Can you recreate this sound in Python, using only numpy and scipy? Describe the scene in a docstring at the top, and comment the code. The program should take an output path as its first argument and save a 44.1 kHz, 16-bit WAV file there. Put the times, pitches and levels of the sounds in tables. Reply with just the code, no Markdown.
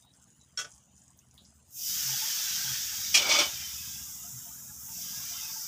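"""Hot oil, poured twice from a ladle, fizzes and froths on thick batter simmering close to a microphone:
random bursts of noise, shaped by drifting spectra, and short sines for the bubbles that ring out.
The batter crackles and pops. Steel ware clanks once lightly and once hard, as decaying modes with noise
for the weak ones; a pot then scrapes and rattles, driven by rough friction. Behind lie a fluttering gas
flame of low noise, a low pulse train, the air of the kitchen and a bird's faint gliding sines."""
import sys
import numpy as np
from scipy import signal
from scipy.io import wavfile
from scipy.ndimage import uniform_filter1d

SR = 44100
rng = np.random.default_rng(int(sys.argv[2]) if len(sys.argv) > 2 else 0)


def store_wav(level_fs):
    """Save 16-bit WAV to argv[1]."""
    pcm = np.round(np.clip(np.atleast_2d(level_fs), -1, 1) * 32767)
    wavfile.write(sys.argv[1], SR, pcm.T.astype(np.int16))


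N = 250091
T = np.arange(N) / SR  # time in s

# Spectra of the background: frequency_hz, density_db (dB per Hz, relative)
# kitchen air
ROOM_SPECTRUM = [(190, -39), (330, -7), (464, -8.5), (698, -2.5), (738, -3.5), (880, -2.5), (1490, -6),
                 (1630, -8), (2740, -15), (2900, -7), (4600, -19), (5980, -18), (10100, -120)]
# roar of the flame, also the resonances that shape the throb
FLAME_SPECTRUM = [(15, -55.5), (25, -36), (59, -10.5), (78, -3), (106, -10.5), (130, -1), (160, -15),
                  (180, -3), (318, -17.5), (379, -28), (500, -28.5), (650, -62), (1100, -120)]

# Bird calls: start_s, length_s, level_db, start_pitch_hz, end_pitch_hz
BIRD_CALLS = [(0.017, 0.11, -68.5, 3700, 3880), (0.392, 0.06, -71.5, 3960, 3870)]
# Course of the flame: time_s, level_db, deep_part_db (over level_db)
FLAME_COURSE = [(0.0, -69, -1), (0.41, -69.5, -5), (0.69, -68, -1), (1.12, -69, 1), (1.72, -70, 0.5),
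                (2.02, -59.5, -3), (2.37, -66.5, -4), (2.67, -58.5, 0), (2.98, -62, 2), (3.36, -60.5, -3),
                (3.69, -64.5, 7), (3.99, -61.5, 3), (4.33, -61, -4), (4.53, -63, -2.5), (4.91, -61.5, -0.5),
                (5.2, -60.5, -1.5), (5.67, -65, -4)]
# Swells of the burner's low note: start_s, length_s, level_db, pitch_hz
BURNER_SWELLS = [(2.04, .13, -49, 132), (2.64, 0.12, -49, 131), (4.32, 0.084, -48.5, 125)]

# Modes of the steel ware: frequency_hz, width_hz (at damping 1), level_db
# rings in the light clank
BOWL_MODES = [(450, 30, -14), (587, 30, -13), (1169, 25, -10), (1322, 32, -7), (1484, 28, 0),
              (1640, 30, -12), (1990, 40, -15), (2293, 30, -12), (2698, 28, -7), (3164, 18, -11),
              (3315, 30, -2), (3470, 40, -16), (3810, 60, -15), (4316, 25, -9), (4990, 20, -14),
              (5150, 70, -14), (5553, 29, 0), (5736, 60, -10), (5890, 18, -12), (6169, 31, -6),
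              (6303, 26, -7), (6470, 28, -10), (6660, 27, -12), (6789, 26, -6), (7071, 38, -7),
              (7410, 30, -14), (7670, 53, -16), (8420, 31, -19)]
# rings in the hard clank
LADLE_MODES = [(673, 45, -15), (1210, 60, -14), (1950, 32, -12), (2300, 17, -4), (2420, 29, -3),
               (2610, 28, -9), (2890, 31, -3), (3020, 24, -6), (3290, 40, 0), (3850, 39, -7),
               (3980, 15, -8), (4200, 21, -9), (4330, 26, -7), (4800, 42, -6), (5120, 43, -3),
               (5490, 21, -3), (5660, 52, 0), (5970, 18, -8), (6100, 17, -9), (6470, 24, -6),
               (6750, 31, -9), (6900, 53, -10), (7280, 15, -15), (7600, 95, -9), (8630, 55, -20),
               (8840, 32, -20), (9850, 32, -19), (10400, 28, -26)]
# rings of the dragged pot
POT_MODES = [(587, 52, -11), (915, 23, -12), (1080, 27, -11), (1220, 42, -9), (1960, 20, -19),
             (2270, 100, -2), (2490, 56, -6), (3010, 39, 0), (3220, 21, -5), (3500, 120, -3),
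             (3910, 30, -6), (4290, 77, -7), (4820, 44, -4), (5050, 48, -6), (5590, 52, -4), (5770, 45, -3),
             (6100, 33, -4), (6470, 31, -7), (6700, 22, -12), (7630, 110, -15), (8100, 24, -20),
             (8460, 26, -22), (8870, 110, -24)]

# Blows on the steel ware: start_s, level_db, thud_db (relative to level_db)
# light clank
BOWL_BLOWS = [(0.574, -22.5, -25), (0.581, -30, -37), (0.588, -18.5, -36), (0.596, -18.5, -26),
              (0.613, -24, -22), (0.645, -29, -14.5)]
# hard clank
LADLE_BLOWS = [(3.142, -8.5, -23), (3.146, -3.5, -29), (3.151, -4, -20), (3.165, -12, -11),
               (3.173, -6.5, -24), (3.219, -16, -31)]
# rattle of the dragged pot
POT_BLOWS = [(3.29, -19, -6.5), (3.304, -23, -22), (3.317, -19, -7.5), (3.347, -19, -9), (3.387, -15, -29),
             (3.408, -22.5, -7)]

# Course of the scrape: time_s, level_db, dull_part_db (over level_db)
SCRAPE_COURSE = [(3.19, -23, -36), (3.208, -31.5, -9.5), (3.286, -31, -4), (3.314, -20, -21),
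                 (3.336, -26.5, -15), (3.41, -25, -7), (3.428, -30, -7), (3.52, -51.5, -23)]

# Spectra of the contact noises: frequency_hz, density_db (dB per Hz, relative)
# the many weak modes of the bowl
BOWL_WEAK_MODES = [(180, -53), (300, -30), (581, -33), (1000, -49), (1460, -7), (2980, -1), (3230, 5),
                   (4070, -13), (5660, 6.5), (15500, -27)]
# the many weak modes of ladle and pot
STEEL_WEAK_MODES = [(120, -46), (200, -7), (515, -46), (665, -13), (940, -28), (1190, -32), (1540, -16),
                    (2330, -4), (3240, 0), (3610, -9.5), (5590, 2.5), (10600, -20.5), (15500, -19)]
# worktop under blows and sliding pot
WORKTOP_SPECTRUM = [(100, -40), (170, -11), (318, 6.5), (486, -4), (583, 6.5), (918, 7), (976, -2),
                    (1230, 6.5), (1900, 0), (2470, -42), (4180, -120)]

# Course of the batter's hiss: time_s, level_db; the last level is held
SIMMER_COURSE = [(0.02, -62.5), (0.08, -78), (0.14, -65), (0.42, -66), (0.55, -72), (0.72, -59.5),
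                 (0.89, -71), (1.0, -63.5), (1.15, -70), (1.3, -68.5), (1.49, -63.5), (1.55, -69.5),
                 (1.7, -63)]
# Single pops of the batter and small taps: start_s, peak_db (without the click), pitch_hz
BATTER_POPS = [(0.138, -50, 5400), (0.171, -50, 7720), (0.2257, -47, 6860), (0.3035, -46.5, 6680),
               (0.4134, -48, 6570), (0.7174, -40, 6500), (0.7214, -50, 6430), (0.7377, -46, 6530),
               (0.7796, -45, 6640), (0.9652, -49, 6400), (0.9792, -44, 6620), (1.0185, -47, 6830),
               (1.08, -44.5, 7000), (1.105, -45, 7600), (1.1899, -44, 6400), (1.3114, -48, 6450),
               (1.3788, -45.5, 3660), (1.4515, -46, 5330)]
# Short rises of the treble: start_s, length_s, level_db
TREBLE_FLICKERS = [(0.026, 0.044, -81), (1.162, 0.048, -71), (1.336, 0.057, -71), (1.432, 0.028, -85),
                   (1.532, 0.077, -79)]

# Spectra of batter and oil: frequency_hz, density_db (dB per Hz, relative)
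# hiss of the batter
SIMMER_SPECTRUM = [(2530, -17.5), (4300, -20), (4620, -20), (4990, -6), (5380, -15), (6650, 0), (7080, -3),
                   (9180, -9.5), (10200, -11.5), (10900, -24), (11000, -48), (14300, -61), (22000, -120)]
# fierce boil, with larger bubbles
HOT_FIZZ_SPECTRUM = [(2530, -33), (4300, -18), (4780, -2.5), (5760, 1.5), (6860, -2), (8180, -10),
                     (9500, -26), (12400, -29), (20900, -120)]
# weaker boil, with smaller bubbles
MILD_FIZZ_SPECTRUM = [(2470, -49), (4200, -33), (4670, -14.5), (4780, -17), (5410, -2.5), (6590, 0),
                      (7300, -0.5), (8200, -8.5), (9500, -16), (12400, -9), (20900, -120)]
# spray, also the treble of the simmer
SPRAY_SPECTRUM = [(4710, -32), (8000, -6), (9410, -5), (11100, -4.5), (12200, 0), (14500, 3.5), (15000, 8),
                  (15600, -12)]
# dense froth
DENSE_FROTH_SPECTRUM = [(760, -60), (1300, -11), (1570, -3), (1840, -5.5), (2000, -5.5), (2390, -7),
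                        (3190, -1.5), (3740, -1), (4100, -7), (4400, -3.5), (5720, -11), (9680, -120)]
# thin, patchy froth noise
THIN_FROTH_SPECTRUM = [(760, -19.5), (1300, -8.5), (1450, -36), (1600, 3), (1750, -10), (2030, -1),
                       (2200, -3.5), (3040, 2), (3780, 4), (4090, -4.5), (4300, -13), (5590, -46),
                       (9460, -120)]
# the largest bubbles, deep in the batter
GURGLE_SPECTRUM = [(210, -53), (350, -17), (387, -23), (529, -21), (678, -11), (770, -15), (880, -0.5),
                   (974, -10), (1350, -2), (1600, -5.5), (2080, -20), (3520, -120)]

# Oil on batter: time_s, fizz_db, froth_db (fine part)
SIZZLE_COURSE = [(1.66, -85, -108), (1.732, -54, -76), (1.772, -44.5, -59.5), (1.878, -33.5, -47),
                 (2.1, -33, -42), (2.72, -34, -41.5), (2.85, -36, -45.5), (3.12, -36, -45.5),
                 (3.55, -39.5, -46.5), (3.9, -41.5, -52.5), (4.12, -44, -62.5), (4.79, -48, -69.5),
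                 (4.92, -44, -64.5), (5.03, -40, -57), (5.23, -39.5, -53.5), (5.45, -40, -52.5),
                 (5.67, -39.5, -63)]
# Oil meets batter: start_s, size_db, coarse_froth_db (over fine), coarse_delay_s
OIL_POURS = [(1.7, -1, -7, 0.056), (4.8, -6, -2.5, 0.0046)]
# Single big bubbles that ring out: start_s, level_db (at the onset, before softening), start_pitch_hz
RINGING_BUBBLES = [(2.089, -46.5, 883), (2.218, -41, 875), (2.459, -53, 860), (2.646, -50, 853),
                   (3.619, -58, 743), (4.242, -52.5, 707), (4.46, -53.5, 690), (4.979, -56, 690),
                   (5.199, -52, 1080), (5.309, -53, 694), (5.56, -45, 886)]

ROOM_DB, MIC_NOISE_DB, BAND_LIMIT_HZ = -74, -86, 15530
THROB_HZ, THROB_DB, THROB_T60_S = 14.63, 1.5, 0.13  # pulses per s; dB over the roar; echo decay
THROB_WAVER = 0.0019  # rms drift as a share of the pulse rate
FLUTTER_LIMIT_DB, FLUTTER_BAND_HZ = 2.5, (12.5, 22)
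GUST_RMS_DB, GUST_TOP_HZ, DEEP_BELOW_HZ = 1, 9.5, 109
TREBLE_DB, TREBLE_FLICKER_RMS_DB = -82, 2.5
POP_CLICK_DB = -23  # relative to the peak of the pop
FULL_FIZZ_DB, SPRAY_DB = -34, -40.5  # spray level at full fizz, without splash
SPRAY_DB_PER_FIZZ_DB, SPRAY_LEAD_S = 0.72, 0.004
SPLASH_DB, SPLASH_DECAY_S = 5, 0.8  # extra spray after a pour of size 0 dB
GURGLE_DB, GURGLE_REST_DB = -51, -65.5  # after a pour of size 0 dB; at rest
GURGLE_RISE_S, GURGLE_FALL_DB_PER_S = 0.42, 12.5
BUBBLE_T60_S = 0.18


def gain_of(db):
    """Amplitude ratio: 20 dB is a factor of ten."""
    return 10 ** (np.asarray(db) / 20)


def evened(x):
    """Normalisation to unit rms."""
    return x / np.sqrt(np.mean(x ** 2) + 1e-20)


def curve(rows, column, late_s=0.):
    """Linear interpolation of a table column over time, delayed by late_s."""
    rows = np.array(rows)
    return np.interp(T - late_s, rows[:, 0], rows[:, column])


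def add(mix, s, sound):
    """Superposition: adds a sound from s seconds on, cut off at the end of the mix."""
    part = mix[round(s * SR):][:len(sound)]
    part += sound[:len(part)]


def band_pass(x, edges_hz):
    """Band limitation by a Butterworth filter."""
    return signal.sosfilt(signal.butter(2, edges_hz, "band", fs=SR, output="sos"), x)


def split(x, hz):
    """Complementary filtering: the parts above and below hz, each at unit rms."""
    low = signal.sosfiltfilt(signal.butter(3, hz, fs=SR, output="sos"), x)
    return evened(x - low), evened(low)


def wander(top_hz):
    """Slow fluctuation: sines of random phase up to top_hz, at unit rms."""
    sines = [np.sin(2 * np.pi * (hz * T + rng.random())) for hz in np.geomspace(top_hz / 20, top_hz, 30)]
    return evened(sum(sines))


def colour(x, spectrum, patchy_db=0., wide=5, long=12, size=512):
    """Spectral shaping, with random patches wide in bins and long in frames; unit rms."""
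    overlap = size * 3 // 4
    bins_hz, _, z = signal.stft(x, SR, nperseg=size, noverlap=overlap)
    hz, db = np.transpose(spectrum)
    shape_db = np.interp(np.log(bins_hz + 1), np.log(hz), db, left=-90, right=-90)
    patches = rng.standard_normal(z.shape)
    patches = uniform_filter1d(patches, max(round(wide), 1), 0)
    patches = uniform_filter1d(patches, max(round(long), 1), 1)
    z = z * gain_of(shape_db[:, None] + patchy_db * evened(patches))
    shaped = signal.istft(z, SR, nperseg=size, noverlap=overlap)[1]
    return evened(shaped[:len(x)])


def bursts(per_s, spread_db, sparse_gain):
    """Shot noise: random ticks of unequal size over a bed of too many to tell apart."""
    size_db = spread_db * np.minimum(rng.exponential(1, N), 5)
    ticks = gain_of(size_db) * rng.choice([-1, 1], N)
    sparse = evened(ticks * (rng.random(N) < per_s / SR))
    return sparse_gain * sparse + rng.standard_normal(N)


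def tone(length_s, db, start_hz, end_hz, soft):
    """Frequency glide: a sine with tapered ends, soft being the tapered share of its length."""
    glide_hz = np.linspace(start_hz, end_hz, round(length_s * SR))
    wave = np.sqrt(2) * np.sin(2 * np.pi * np.cumsum(glide_hz) / SR)
    return gain_of(db) * wave * signal.windows.tukey(len(glide_hz), np.clip(soft, 0, 1))


def ring(force, modes, damping):
    """Modal resonance: each mode answers the force as a dying sine; unit energy for a unit tick."""
    t = np.arange(SR // 3) / SR
    tap = np.zeros(len(t))
    for k, (hz, width_hz, db) in enumerate(modes):
        decay = np.exp(-np.pi * damping * width_hz * t)
        tap += (-1) ** k * gain_of(db) * width_hz * decay * np.sin(2 * np.pi * hz * t)
    return signal.fftconvolve(force, tap / np.linalg.norm(tap))[:len(force)]


def room_air():
    """Broadband ambience: the air of the kitchen as noise with a patchy spectrum."""
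    return gain_of(ROOM_DB) * colour(rng.standard_normal(N), ROOM_SPECTRUM, patchy_db=5.0, wide=4, long=10)


def bird():
    """Amplitude modulation: faint gliding whistles whose strength wavers at random."""
    out = np.zeros(N)
    for s, *call in BIRD_CALLS:
        add(out, s, tone(*call, soft=0.32))
    return out * (1 + 0.79 * evened(uniform_filter1d(rng.standard_normal(N), 150)))


def throb():
    """Reverberant pulse train, perhaps a motor idling nearby, smeared by echoes and room resonances."""
    rate_hz = THROB_HZ * (1 + THROB_WAVER * wander(3))
    turns = np.cumsum(rate_hz) / SR + rng.random()
    pulses = np.diff(np.floor(turns), prepend=0)
    t = T[:SR // 5]
    echoes = rng.standard_normal(len(t)) * gain_of(-60 * t / THROB_T60_S)
    smeared = signal.oaconvolve(pulses, echoes)[:N]
    return colour(smeared, FLAME_SPECTRUM, patchy_db=3.0, wide=3, long=4, size=8192)


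def flame():
    """Combustion noise: a lumpy roar that flutters, and with the throb gusts; a low note swells."""
    roar = colour(rng.standard_normal(N), FLAME_SPECTRUM, patchy_db=3.0, wide=3, long=2, size=4096)
    flutter = evened(band_pass(rng.standard_normal(N), FLUTTER_BAND_HZ))
    fluttering = roar * gain_of(FLUTTER_LIMIT_DB * np.tanh(flutter))
    low = fluttering + gain_of(THROB_DB) * throb()
    gusty = low * gain_of(GUST_RMS_DB * wander(GUST_TOP_HZ))
    upper, deep = split(gusty, DEEP_BELOW_HZ)
    out = gain_of(curve(FLAME_COURSE, 1)) * (upper + gain_of(curve(FLAME_COURSE, 2)) * deep)
    for s, length_s, db, hz in BURNER_SWELLS:
        add(out, s, tone(length_s, db, hz, hz, soft=0.56))
    return out


def scrape():
    """Friction excitation: the sliding pot's rough contact rings its modes and grinds on the worktop."""
    moving = uniform_filter1d(1. * (T > SCRAPE_COURSE[0][0]) * (T < SCRAPE_COURSE[-1][0]), 900)
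    level = moving * gain_of(curve(SCRAPE_COURSE, 1))
    rub = bursts(per_s=550, spread_db=10.0, sparse_gain=0.19)
    grind = colour(rub, WORKTOP_SPECTRUM, patchy_db=-0.5, wide=2, long=8)
    dull = gain_of(curve(SCRAPE_COURSE, 2)) * grind
    return level * dull + ring(level * evened(rub), POT_MODES, damping=0.7)


def clank(blows, modes, weak_modes, ring_db, clatter_db, damping, rough, spread_db, t60, bright_db,
          dulls_db_per_s):
    """Impact excitation: blows feed the clear modes, rattle the weak ones and thud on the worktop."""
    start, t = blows[0][0], np.arange(SR // 2) / SR
    hz, width_hz, mode_db = np.transpose(modes)[:, :, None]
    energy, out = np.zeros((len(modes), len(t))), np.zeros(len(t))
    for s, db, thud_db in blows:
        age = np.maximum(t - (s - start), 0)
        tilt_db = bright_db - dulls_db_per_s * (s - start)  # per octave about 3 kHz
        spot_db = spread_db * rng.standard_normal(hz.shape)  # each blow lands elsewhere, favours other modes
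        struck = gain_of(db + mode_db + spot_db + tilt_db * np.log2(hz / 3000)) * width_hz / width_hz.mean()
        decaying = struck * np.exp(-np.pi * damping * width_hz * age)
        energy += decaying ** 2 * (1 - np.exp(-age / 0.003))
        tilted = [(f, d + tilt_db * np.log2(f / 3000)) for f, d in weak_modes]
        rattle = gain_of(clatter_db) * colour(rng.standard_normal(len(t)), tilted)
        rattle *= 1 - np.exp(-age / 0.0003)
        thud = gain_of(thud_db) * colour(rng.standard_normal(len(t)), WORKTOP_SPECTRUM, size=1024)
        thud *= 1 - np.exp(-age / 0.048)
        out += gain_of(db - 60 * age / t60) * (rattle + thud)
    # loose contact makes each mode waver
    waver = 1 + rough * evened(uniform_filter1d(rng.standard_normal(energy.shape), 400, 1))
    turns = hz * t + rng.random(hz.shape)
    rings = (np.sqrt(energy) * waver * np.sin(2 * np.pi * turns)).sum(0)
    return start, out + gain_of(ring_db) * rings


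def batter_pop(db, hz):
    """Damped resonance: a tick and its dying noise through a narrow band, with a wide click on top."""
    t = np.arange(SR // 8) / SR
    t60 = 0.065 * (6500 / hz) ** 2  # larger, lower pops last longer
    tail = 0.073 * rng.standard_normal(len(t)) * gain_of(-60 * t / t60)
    pop = band_pass(tail + (t == 0), [0.9 * hz, 1.135 * hz])
    click = gain_of(POP_CLICK_DB - 60 * t / 0.0088) * uniform_filter1d(rng.standard_normal(len(t)), size=3)
    return gain_of(db) * (pop / abs(pop).max() + click)


def simmer():
    """Shot noise: a thin crackling hiss with flickering treble, and single pops standing out."""
    crackle = bursts(per_s=300, spread_db=2.6, sparse_gain=0.9)
    hiss = colour(crackle, SIMMER_SPECTRUM, patchy_db=4.0, wide=3, long=48)
    treble = colour(crackle, SPRAY_SPECTRUM, patchy_db=4.0, wide=30, long=6)
    treble_level = gain_of(TREBLE_DB + TREBLE_FLICKER_RMS_DB * wander(12))
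    for s, length_s, db in TREBLE_FLICKERS:
        add(treble_level, s, gain_of(db) * signal.windows.tukey(round(length_s * SR), 0.4))
    out = gain_of(curve(SIMMER_COURSE, 1)) * hiss + treble_level * treble
    for s, db, hz in BATTER_POPS:
        add(out, s, batter_pop(db, hz))
    return out


def ringing_bubble(db, hz):
    """Bubble resonance: a softly starting, decaying sine that rises slightly in pitch."""
    t = np.arange(SR // 5) / SR
    envelope = gain_of(db - 60 * t / BUBBLE_T60_S) * (1 - np.exp(-t / 0.0025))
    return envelope * np.sin(2 * np.pi * hz * t * (1 + 0.026 * t))


def fizz_level_db(late_s=0.):
    """Boiling strength: the fizz level over time, 60 dB lower before the oil arrives."""
    return curve(SIZZLE_COURSE, 1, late_s) - 60 * (T < SIZZLE_COURSE[0][0])


def spray_level():
    """Droplet ejection: spray leads the fizz, follows it in part and is strongest just after a pour."""
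    fizz_db = fizz_level_db(-SPRAY_LEAD_S)
    splash = np.zeros(N)
    for s, size_db, *_ in OIL_POURS:
        splash += gain_of(size_db) * (T > s) * np.exp(-abs(T - s) / SPLASH_DECAY_S)
    spray_db = SPRAY_DB + SPRAY_DB_PER_FIZZ_DB * (fizz_db - FULL_FIZZ_DB) + SPLASH_DB * splash
    return gain_of(np.minimum(fizz_db, spray_db))  # never above the fizz


def gurgle_level():
    """Addition of powers: the gurgle swells after each pour, then falls back to a rest level."""
    power = gain_of(GURGLE_REST_DB) ** 2 * np.clip((T - OIL_POURS[0][0]) / GURGLE_RISE_S, 0, 1) ** 2
    for s, size_db, *_ in OIL_POURS:
        rise = np.clip((T - s) / GURGLE_RISE_S, 0, 1) ** 3
        fall_db = GURGLE_FALL_DB_PER_S * np.maximum(T - s - GURGLE_RISE_S, 0)
        power += (rise * gain_of(GURGLE_DB + size_db - fall_db)) ** 2
    return np.sqrt(power)


def coarse_froth_level():
    """Bubble growth: coarse froth follows the fine, offset and delayed as the latest pour sets."""
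    s, _, db, delay_s = np.transpose(OIL_POURS)
    pour = np.maximum(np.searchsorted(s, T) - 1, 0)
    level_db = db[pour] + curve(SIZZLE_COURSE, 2, delay_s[pour])
    return gain_of(uniform_filter1d(level_db, SR // 10))


def froth(level_db):
    """Power cross-fade: dense froth hisses evenly; thin froth is noise with stronger random patches."""
    dense = np.clip((level_db + 51) / 8, 0, 1)
    ticks = bursts(per_s=900, spread_db=3.7, sparse_gain=0.15)
    even = colour(ticks, DENSE_FROTH_SPECTRUM, patchy_db=4.0, wide=2, long=10, size=1024)
    noise = rng.standard_normal(N)
    thin = colour(noise, THIN_FROTH_SPECTRUM, patchy_db=5.5, wide=2, long=19.6, size=1024)
    return np.sqrt(dense) * even + np.sqrt(1 - dense) * thin


def fizz(level_db):
    """Bubble size sets pitch: a louder boil has larger, lower bubbles than a weak one."""
    hot = np.clip((level_db + 46.5) / 6.2, 0, 1)
    fierce = colour(bursts(2500, 1.5, 1.0), HOT_FIZZ_SPECTRUM, patchy_db=0.7, wide=6, long=34)
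    mild = colour(bursts(2500, 1.2, 0.7), MILD_FIZZ_SPECTRUM, patchy_db=2.0, wide=4, long=15.5)
    return hot * fierce + np.sqrt(1 - hot ** 2) * mild


def sizzle():
    """Flash boiling: water turns to steam under the oil as fizz, spray, froth, gurgle and bubbles."""
    fizz_db, froth_db = fizz_level_db(), curve(SIZZLE_COURSE, 2)
    spray = colour(bursts(3000, 1.5, 0.65), SPRAY_SPECTRUM, patchy_db=0.7, wide=12, long=12)
    fine, coarse = split(froth(froth_db), hz=2640)
    gurgle = colour(rng.standard_normal(N), GURGLE_SPECTRUM, patchy_db=6.0, wide=2, long=6, size=1024)
    out = gain_of(fizz_db) * fizz(fizz_db) + spray_level() * spray + gurgle_level() * gurgle
    out += gain_of(froth_db) * fine + coarse_froth_level() * coarse
    for s, db, hz in RINGING_BUBBLES:
        add(out, s, ringing_bubble(db, hz))
    return out


def scene():
    """Superposition of all sources, the same on both channels."""
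    mono = room_air() + bird() + flame() + scrape() + simmer() + sizzle()
    add(mono, *clank(BOWL_BLOWS, BOWL_MODES, BOWL_WEAK_MODES, ring_db=-14.0, clatter_db=-18.5, damping=1.0,
                     rough=0.33, spread_db=2.5, t60=0.15, bright_db=2.4, dulls_db_per_s=79))
    add(mono, *clank(LADLE_BLOWS, LADLE_MODES, STEEL_WEAK_MODES, ring_db=-19.5, clatter_db=-14.5, damping=0.68,
                     rough=0.44, spread_db=4, t60=0.12, bright_db=0.5, dulls_db_per_s=23))
    # the pot's later blows grow brighter
    add(mono, *clank(POT_BLOWS, POT_MODES, STEEL_WEAK_MODES, ring_db=-16.5, clatter_db=-9, damping=0.35,
                     rough=0.27, spread_db=7.5, t60=0.26, bright_db=-1.1, dulls_db_per_s=-15))
    return np.array([mono, mono])


def record(dry):
    """Transducer response: one microphone on both channels adds hiss, a bass cut and a band limit."""
    wet = dry + gain_of(MIC_NOISE_DB) * rng.standard_normal(N)
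    wet = signal.sosfilt(signal.butter(2, 45, "high", fs=SR, output="sos"), wet)
    low_pass = signal.firwin(1023, BAND_LIMIT_HZ, window=("kaiser", 10), fs=SR)
    return signal.oaconvolve(wet, low_pass[None], "same")


dry = scene()
out = record(dry)
store_wav(out)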